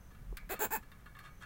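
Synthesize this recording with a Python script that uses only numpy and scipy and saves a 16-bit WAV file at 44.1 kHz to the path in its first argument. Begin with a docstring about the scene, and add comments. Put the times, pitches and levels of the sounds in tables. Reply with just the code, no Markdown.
"""Light wind, small rubs and a soft knock on an aluminium pot lead into three gritty croaks of a catfish.
The fish, held over the pot at the water's edge, grinds its fin spines in their sockets.
Each croak is a run of ridge clicks that speeds up and slows down, ringing the body and shedding grit.
Hands and fishing line tick, rub and knock on the pot, which rings as a set of dying sines.
Wind is shaped noise with gusts on the microphone; a far insect is a narrow band of noise that pulses."""
import sys
import numpy as np
from scipy import signal
from scipy.fft import rfft, irfft, next_fast_len
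from scipy.io import wavfile

SR = 44100
rng = np.random.default_rng(int(sys.argv[2]) if len(sys.argv) > 2 else 0)


def materialize(psi):
    """Save the field psi as 16-bit PCM at rate SR to the path in sys.argv[1].

    A 1-D psi becomes a single channel; in a 2-D psi each row is a channel.
    """
    bounded = np.clip(np.atleast_2d(psi).T, -1, 1)
    quanta = np.round(bounded * 32767).astype(np.int16)
    wavfile.write(sys.argv[1], SR, quanta)


N = 63945  # length in samples
T = np.arange(N) / SR  # time in seconds

# The tones of the metal pot. Each row: pitch in Hz, relative level in dB, time to fall by 60 dB in seconds.
POT_TONES = [(1098, -4, 0.12), (1232, 3, 0.2), (1400, -19, 0.17), (1444, -2, 0.082), (1616, -3, 0.12),
             (1703, 9, 0.066), (1700, -7, 0.1), (2210, -4.5, 0.027), (2304, -12, 0.13), (2720, -6, 0.081),
             (3267, -7.5, 0.12), (3610, -4, 0.066), (4345, -10, 0.14)]


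def from_db(db):
    """Turn decibels into a gain."""
    return 10 ** (np.asarray(db) / 20)


def at_level(x, db, length):
    """Scale a sound so that its energy, spread over length seconds, has this rms level in dB."""
    rms = np.sqrt(np.sum(x ** 2) / (length * SR) + 1e-20)
    return x * from_db(db) / rms


def colour(x, points):
    """Filter with a spectrum given as (Hz, dB) points, reacting as early as possible (minimum phase)."""
    size = next_fast_len(2 * N) // 2 * 2
    hz, db = np.transpose(points)
    bins_hz = np.arange(size // 2 + 1) * SR / size
    gains = from_db(np.interp(np.log(bins_hz + 1), np.log(hz), db))
    # folding the cepstrum forward in time leaves no sound ahead of its cause
    cepstrum = irfft(np.log(gains))
    cepstrum[1:size // 2] *= 2
    cepstrum[size // 2 + 1:] = 0
    return irfft(rfft(x, size) * np.exp(rfft(cepstrum)))[:N]


def resonance(x, hz, width):
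    """Let one band of width Hz resonate, with a gain of about one at its top."""
    r = np.exp(-np.pi * width / SR)
    feed = [(1 - r * r) / 2, 0, (r * r - 1) / 2]
    feedback = [1, -2 * r * np.cos(2 * np.pi * hz / SR), r * r]
    return signal.lfilter(feed, feedback, x + 1e-18)


def ring(x, modes):
    """Each click sets the modes ringing as dying sines, neighbours in opposite sense."""
    out = 0
    for k, (hz, db, t60) in enumerate(modes):
        r = np.exp(-np.log(1000) / (t60 * SR))
        w = 2 * np.pi * hz / SR
        tone = signal.lfilter([0, np.sin(w)], [1, -2 * r * np.cos(w), r * r], x + 1e-18)
        out = out + (-1) ** k * from_db(db) * tone
    return out


def fade(x, seconds):
    """Give each click an exponential tail that falls to 37 percent in the given seconds."""
    return signal.lfilter([1], [1, -np.exp(-1 / (seconds * SR))], x + 1e-18)


def clicks(times, sizes):
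    """Place single-sample clicks at the given times."""
    places = np.round(np.asarray(times) * SR).astype(int)
    return np.bincount(np.clip(places, 0, N - 1), sizes, N)


def hump(middle, spread):
    """Swell and fall smoothly as a bell curve with this standard deviation in seconds."""
    return np.exp(-((T - middle) / spread) ** 2 / 2)


def noise(points):
    """Make coloured noise with an rms of one."""
    return at_level(colour(rng.standard_normal(N), points), 0, N / SR)


def ridge_times(start, fastest, end, first, top, last, jitter):
    """The spine speeds up and slows down; a click falls each time a ridge slips."""
    arch_up, arch_down = 0.91, 1.7  # radians of a sine that the speed follows on each side of its top
    t = np.linspace(start, end, num=400)
    speeding_up = t < fastest
    away = np.interp(t, [start, fastest, end], [1, 0, 1])  # 0 at the top speed, 1 at either end
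    arch = np.where(speeding_up, arch_up, arch_down)
    slowest = np.where(speeding_up, first, last)
    rate = top - (top - slowest) * (np.sin(arch * away) / np.sin(arch)) ** 2
    passed = (np.cumsum(rate) - rate[0]) * (t[1] - t[0])  # ridges gone by so far
    ridges = np.arange(64) + jitter * rng.standard_normal(64)  # slightly uneven spacing
    return np.interp(ridges[ridges < passed[-1]], passed, t)


def fish_body(push, thump, index):
    """The clicks ring the fish's body and the air in the pot; each slip also gives a soft low push."""
    # Body resonances. Each row: pitch in Hz, width in Hz, relative dB in the first, second and third croak.
    body_bands = [(435, 144, 6.5, 4.5, -5.5), (761, 136, 7.5, 10, -19), (843, 204, 0.5, 9, 7),
                  (1093, 294, -2, -2.5, -2.5), (1433, 170, 0.5, 4, 1), (1772, 254, -4, -2, -0.5),
                  (2067, 143, -1.5, -9.5, -6), (2574, 57, 3, -5, 1), (3640, 470, -14.5, -38, -51)]
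    out = 0
    for k, (hz, width, *gains) in enumerate(body_bands):
        out = out + (-1) ** k * from_db(gains[index]) * resonance(push, hz, width)
    pot_air = from_db(2) * resonance(push, 207, 8.3)
    soft_push = from_db(-2) * resonance(thump, 221.5, 117)
    return out + pot_air + soft_push


def fin_grit(scrape, tilt_db):
    """Each ridge snaps cleanly, rings the bone alike and sheds a short burst of noise."""
    # Sound of the grinding ridges. Each row: pitch in Hz, relative level in dB before the croak's tilt.
    grit_spectrum = [(400, -40), (1100, -20), (2400, -13), (3100, -13.5), (4500, -16.5), (5250, -27),
                     (5650, -37), (6500, -10), (7400, -2), (8600, -14), (9700, -11), (11900, -4),
                     (12800, -13), (13800, 0.5), (15600, 3)]
    grit_decay, bone_decay, bone_tail_decay = 0.00067, 0.0016, 0.0088  # seconds to fall to 37 percent
    bone_db, bone_tail_db, snap_db = -9, -6, 11  # bone and snap beside the bursts, tail beside the bone
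    bursts = fade(scrape, grit_decay) * rng.standard_normal(N)
    bone_fade = np.exp(-T / bone_decay) + from_db(bone_tail_db) * np.exp(-T / bone_tail_decay)
    # one noise pattern serves every click, so the bone answers each the same way
    bone = signal.fftconvolve(scrape, rng.standard_normal(N) * bone_fade)[:N]
    tilted = [(hz, db + tilt_db * np.log2(hz)) for hz, db in grit_spectrum]
    return colour(bursts + from_db(bone_db) * bone + from_db(snap_db) * scrape, tilted)


def croak(index):
    """Ridge clicks of both fins drive the body and the grit of one spine stroke."""
    # Speed of each spine stroke. Each row: start, fastest moment and end in seconds,
    # then first, top and last speed in clicks per second.
    strokes = [(.498, .523, .556, 280, 398, 185), (.593, .624, .673, 305, 436, 215),
               (.707, .741, .790, 265, 456, 200)]
    # Voice of each stroke. Each row: body level in dB, grit level in dB, grit tilt in dB per octave.
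    voices = [(-40.5, -38, -1.3), (-37, -33, -1.5), (-38.5, -35, 1)]
    # Roughness of each stroke. Each row: timing jitter as a share of a ridge, other fin's level in dB.
    roughness = [(.03, -16), (.055, -4), (.006, -30)]
    # Swell of each stroke. Each row: level at the start in dB, end of the rise in seconds,
    # start of the fall in seconds, level at the end in dB.
    swells = [(-4, .508, .542, -17), (-12, .613, .653, -15), (-9, .723, .765, -28)]
    other_fin_speed = 0.83  # beside the first fin
    click_spread_db, grit_spread_db = 0.7, 1.5  # chance differences between clicks
    thump_follows = 0.067  # share of the swell's dB that the soft push follows
    start, fastest, end, first, top, last = strokes[index]
    body_db, grit_db, tilt_db = voices[index]
    jitter, other_db = roughness[index]
    start_db, risen, falling, end_db = swells[index]
    push, scrape, thump = 0, 0, 0
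    for speed, fin_db in ((1, 0), (other_fin_speed, other_db)):
        times = ridge_times(start, fastest, end, first * speed, top * speed, last * speed, jitter)
        swell = np.interp(times, [start, risen, falling, end], [start_db, 0, 0, end_db])
        chance = rng.standard_normal(size=(2, 64))[:, :len(times)]
        push = push + clicks(times, from_db(fin_db + swell + click_spread_db * chance[0]))
        scrape = scrape + clicks(times, from_db(fin_db + swell + grit_spread_db * chance[1]))
        thump = thump + clicks(times, from_db(fin_db + thump_follows * swell))
    body = at_level(fish_body(push, thump, index), body_db, end - start)
    return body + at_level(fin_grit(scrape, tilt_db), grit_db, end - start)


def line_ticks():
    """Line and fingers make short scratchy contacts that leave the pot ringing."""
    # Sharp ticks. Each row: time in seconds, contact level in dB, pot level in dB, decay in seconds.
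    tick_list = [(0.3704, -42, -55.5, 0.0066), (0.492, -50.5, -60, 0.021), (0.917, -59, -58, 0.0075),
                 (1.059, -64, -54, 0.011), (1.15, -73, -59, 0.021), (1.189, -52, -59, 0.0074)]
    # Sound of the contact itself. Each row: pitch in Hz, relative level in dB.
    contact_spectrum = [(300, -56), (1150, -14), (1550, 16.5), (1900, 11), (2700, -1), (4500, 2),
                        (5800, -13), (7500, -4.5), (10000, -7), (15500, -1)]
    out = 0
    for time, contact_db, pot_db, decay in tick_list:
        burst = fade(clicks([time], [1]), decay) * rng.standard_normal(N)
        contact = at_level(colour(burst, contact_spectrum), contact_db, decay)
        out = out + contact + at_level(ring(burst, POT_TONES), pot_db, 2 * decay)
    return out


def pot_rubs():
    """Rubbing catches and slips in dense tiny grains, which hiss and drive the pot's tones."""
    # Rubs on the pot. 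Each row: middle in seconds, half length in seconds, level of the ringing in dB.
    rub_list = [(0.111, 0.011, -65.5), (0.152, 0.005, -63), (0.501, 0.0047, -48), (0.561, 0.022, -54.5),
                (0.831, 0.0052, -58.5), (1, 0.014, -68.5), (1.169, 0.0023, -53), (1.207, 0.0069, -54),
                (1.241, 0.0022, -51), (1.26, 0.024, -56.5), (1.427, 0.016, -51.5)]
    # Hiss of the rubbing. Each row: pitch in Hz, relative level in dB.
    hiss_spectrum = [(400, -29.5), (900, -9), (1200, 12), (1750, -6), (2400, -4), (4400, -19),
                     (5600, -13.5), (8000, -13.5), (15500, -27)]
    grains_per_s, hiss_db = 3000, -5.5  # hiss level is beside the ringing
    out = 0
    for middle, half, db in rub_list:
        falls = rng.random(N) < grains_per_s / SR
        grains = hump(middle, half / np.sqrt(2)) * falls * rng.standard_normal(N)
        ringing = at_level(ring(grains, POT_TONES), db, 2 * half)
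        out = out + ringing + at_level(colour(grains, hiss_spectrum), db + hiss_db, 2 * half)
    return out


def handling_knocks():
    """Soft bumps of the handling each set off a few quickly dying low tones."""
    # Soft knocks. Each row: time in seconds, strength of the click in dB.
    knock_list = [(0.12, -60), (.225, -61), (0.3253, -43.5)]
    # Tones of a knock. Each row: pitch in Hz, relative level in dB, time to fall by 60 dB in seconds.
    knock_tones = [(375, 2.5, 0.03), (475, -0.5, 0.026), (780, 2, 0.0051), (1140, -4.5, 0.013)]
    times, db = np.transpose(knock_list)
    return ring(clicks(times, from_db(db)), knock_tones)


def tail(x, points, db, t60):
    """Trail a sound with coloured noise that falls by 60 dB in t60 seconds, db beside the sound itself."""
    response = colour(rng.standard_normal(N) * np.exp(-np.log(1000) * T / t60), points)
    return at_level(signal.fftconvolve(x, response)[:N], db, np.sum(x ** 2) / SR)


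def pot_shimmer(handling):
    """The pot's many close tones blur into a dense after-ring."""
    # Colour of the after-ring. Each row: pitch in Hz, relative level in dB.
    shimmer_spectrum = [(500, -23), (1100, -19.5), (1650, -5), (2300, 4.5), (2900, -16), (6000, -25),
                        (15000, -53)]
    return tail(handling, shimmer_spectrum, db=-10, t60=0.36)


def shore_scatter(near):
    """Bank and water scatter the near sounds into a short diffuse tail."""
    # Colour of the scatter. Each row: pitch in Hz, relative level in dB.
    scatter_spectrum = [(200, -1), (700, 2.5), (1500, 1.5), (5000, 7.5), (15000, -5.5)]
    return tail(near, scatter_spectrum, db=-19, t60=0.17)


def wind():
    """Steady outdoor noise runs throughout, and low noise swells in gusts on the microphone."""
    # Gusts. Each row: middle in seconds, half length in seconds, level at the top in dB.
    gust_list = [(0.223, 0.016, -40), (0.301, 0.059, -42.5), (0.432, 0.098, -52.5)]
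    # Colour of the gusts. Each row: pitch in Hz, relative level in dB.
    gust_spectrum = [(20, -12), (40, 14), (65, -6), (110, -5.5), (250, -25.5), (1000, -56.5)]
    # Colour of the outdoor background. Each row: pitch in Hz, relative level in dB.
    outdoor_spectrum = [(20, 3), (55, 0), (100, -5), (190, -8), (290, -21), (800, -25), (1400, -24),
                        (2600, -34), (5000, -40.5), (6100, -38.5), (8000, -40.5), (15500, -37.5)]
    steady = from_db(-54.5) * noise(outdoor_spectrum)
    swelling = sum(from_db(db) * hump(middle, half / np.sqrt(2)) for middle, half, db in gust_list)
    return steady + noise(gust_spectrum) * swelling


def insect():
    """A far insect chirrs: a thin band of noise throbs 29 times a second."""
    # Chirrs. Each row: middle in seconds, spread (standard deviation) in seconds, level at the top in dB.
    chirr_list = [(0.057, 0.057, -77.5), (1.388, 0.094, -78.5)]
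    throb = 1 + 0.5 * np.sin(2 * np.pi * 29 * T)
    thin_band = resonance(rng.standard_normal(N), hz=6120, width=110)
    tone = at_level(thin_band * throb, 0, N / SR)
    return tone * sum(from_db(db) * hump(middle, spread) for middle, spread, db in chirr_list)


def scene():
    """Add up the fish, the handling, the pot's answers, the shore, the wind and an insect."""
    fish = sum(croak(index) for index in range(3))
    fish_in_pot = from_db(-58.5) * ring(fish, POT_TONES)
    handling = line_ticks() + pot_rubs()
    near = fish + fish_in_pot + handling + pot_shimmer(handling) + handling_knocks()
    return (near + shore_scatter(near) + wind() + insect())[None]


def record(dry):
    """Cut the treble steeply around 15950 Hz."""
    low_pass = signal.firwin(301, 15950, fs=SR, window=("kaiser", 7))
    return signal.fftconvolve(dry, low_pass[None], mode="same", axes=1)


dry = scene()
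out = record(dry)
materialize(out)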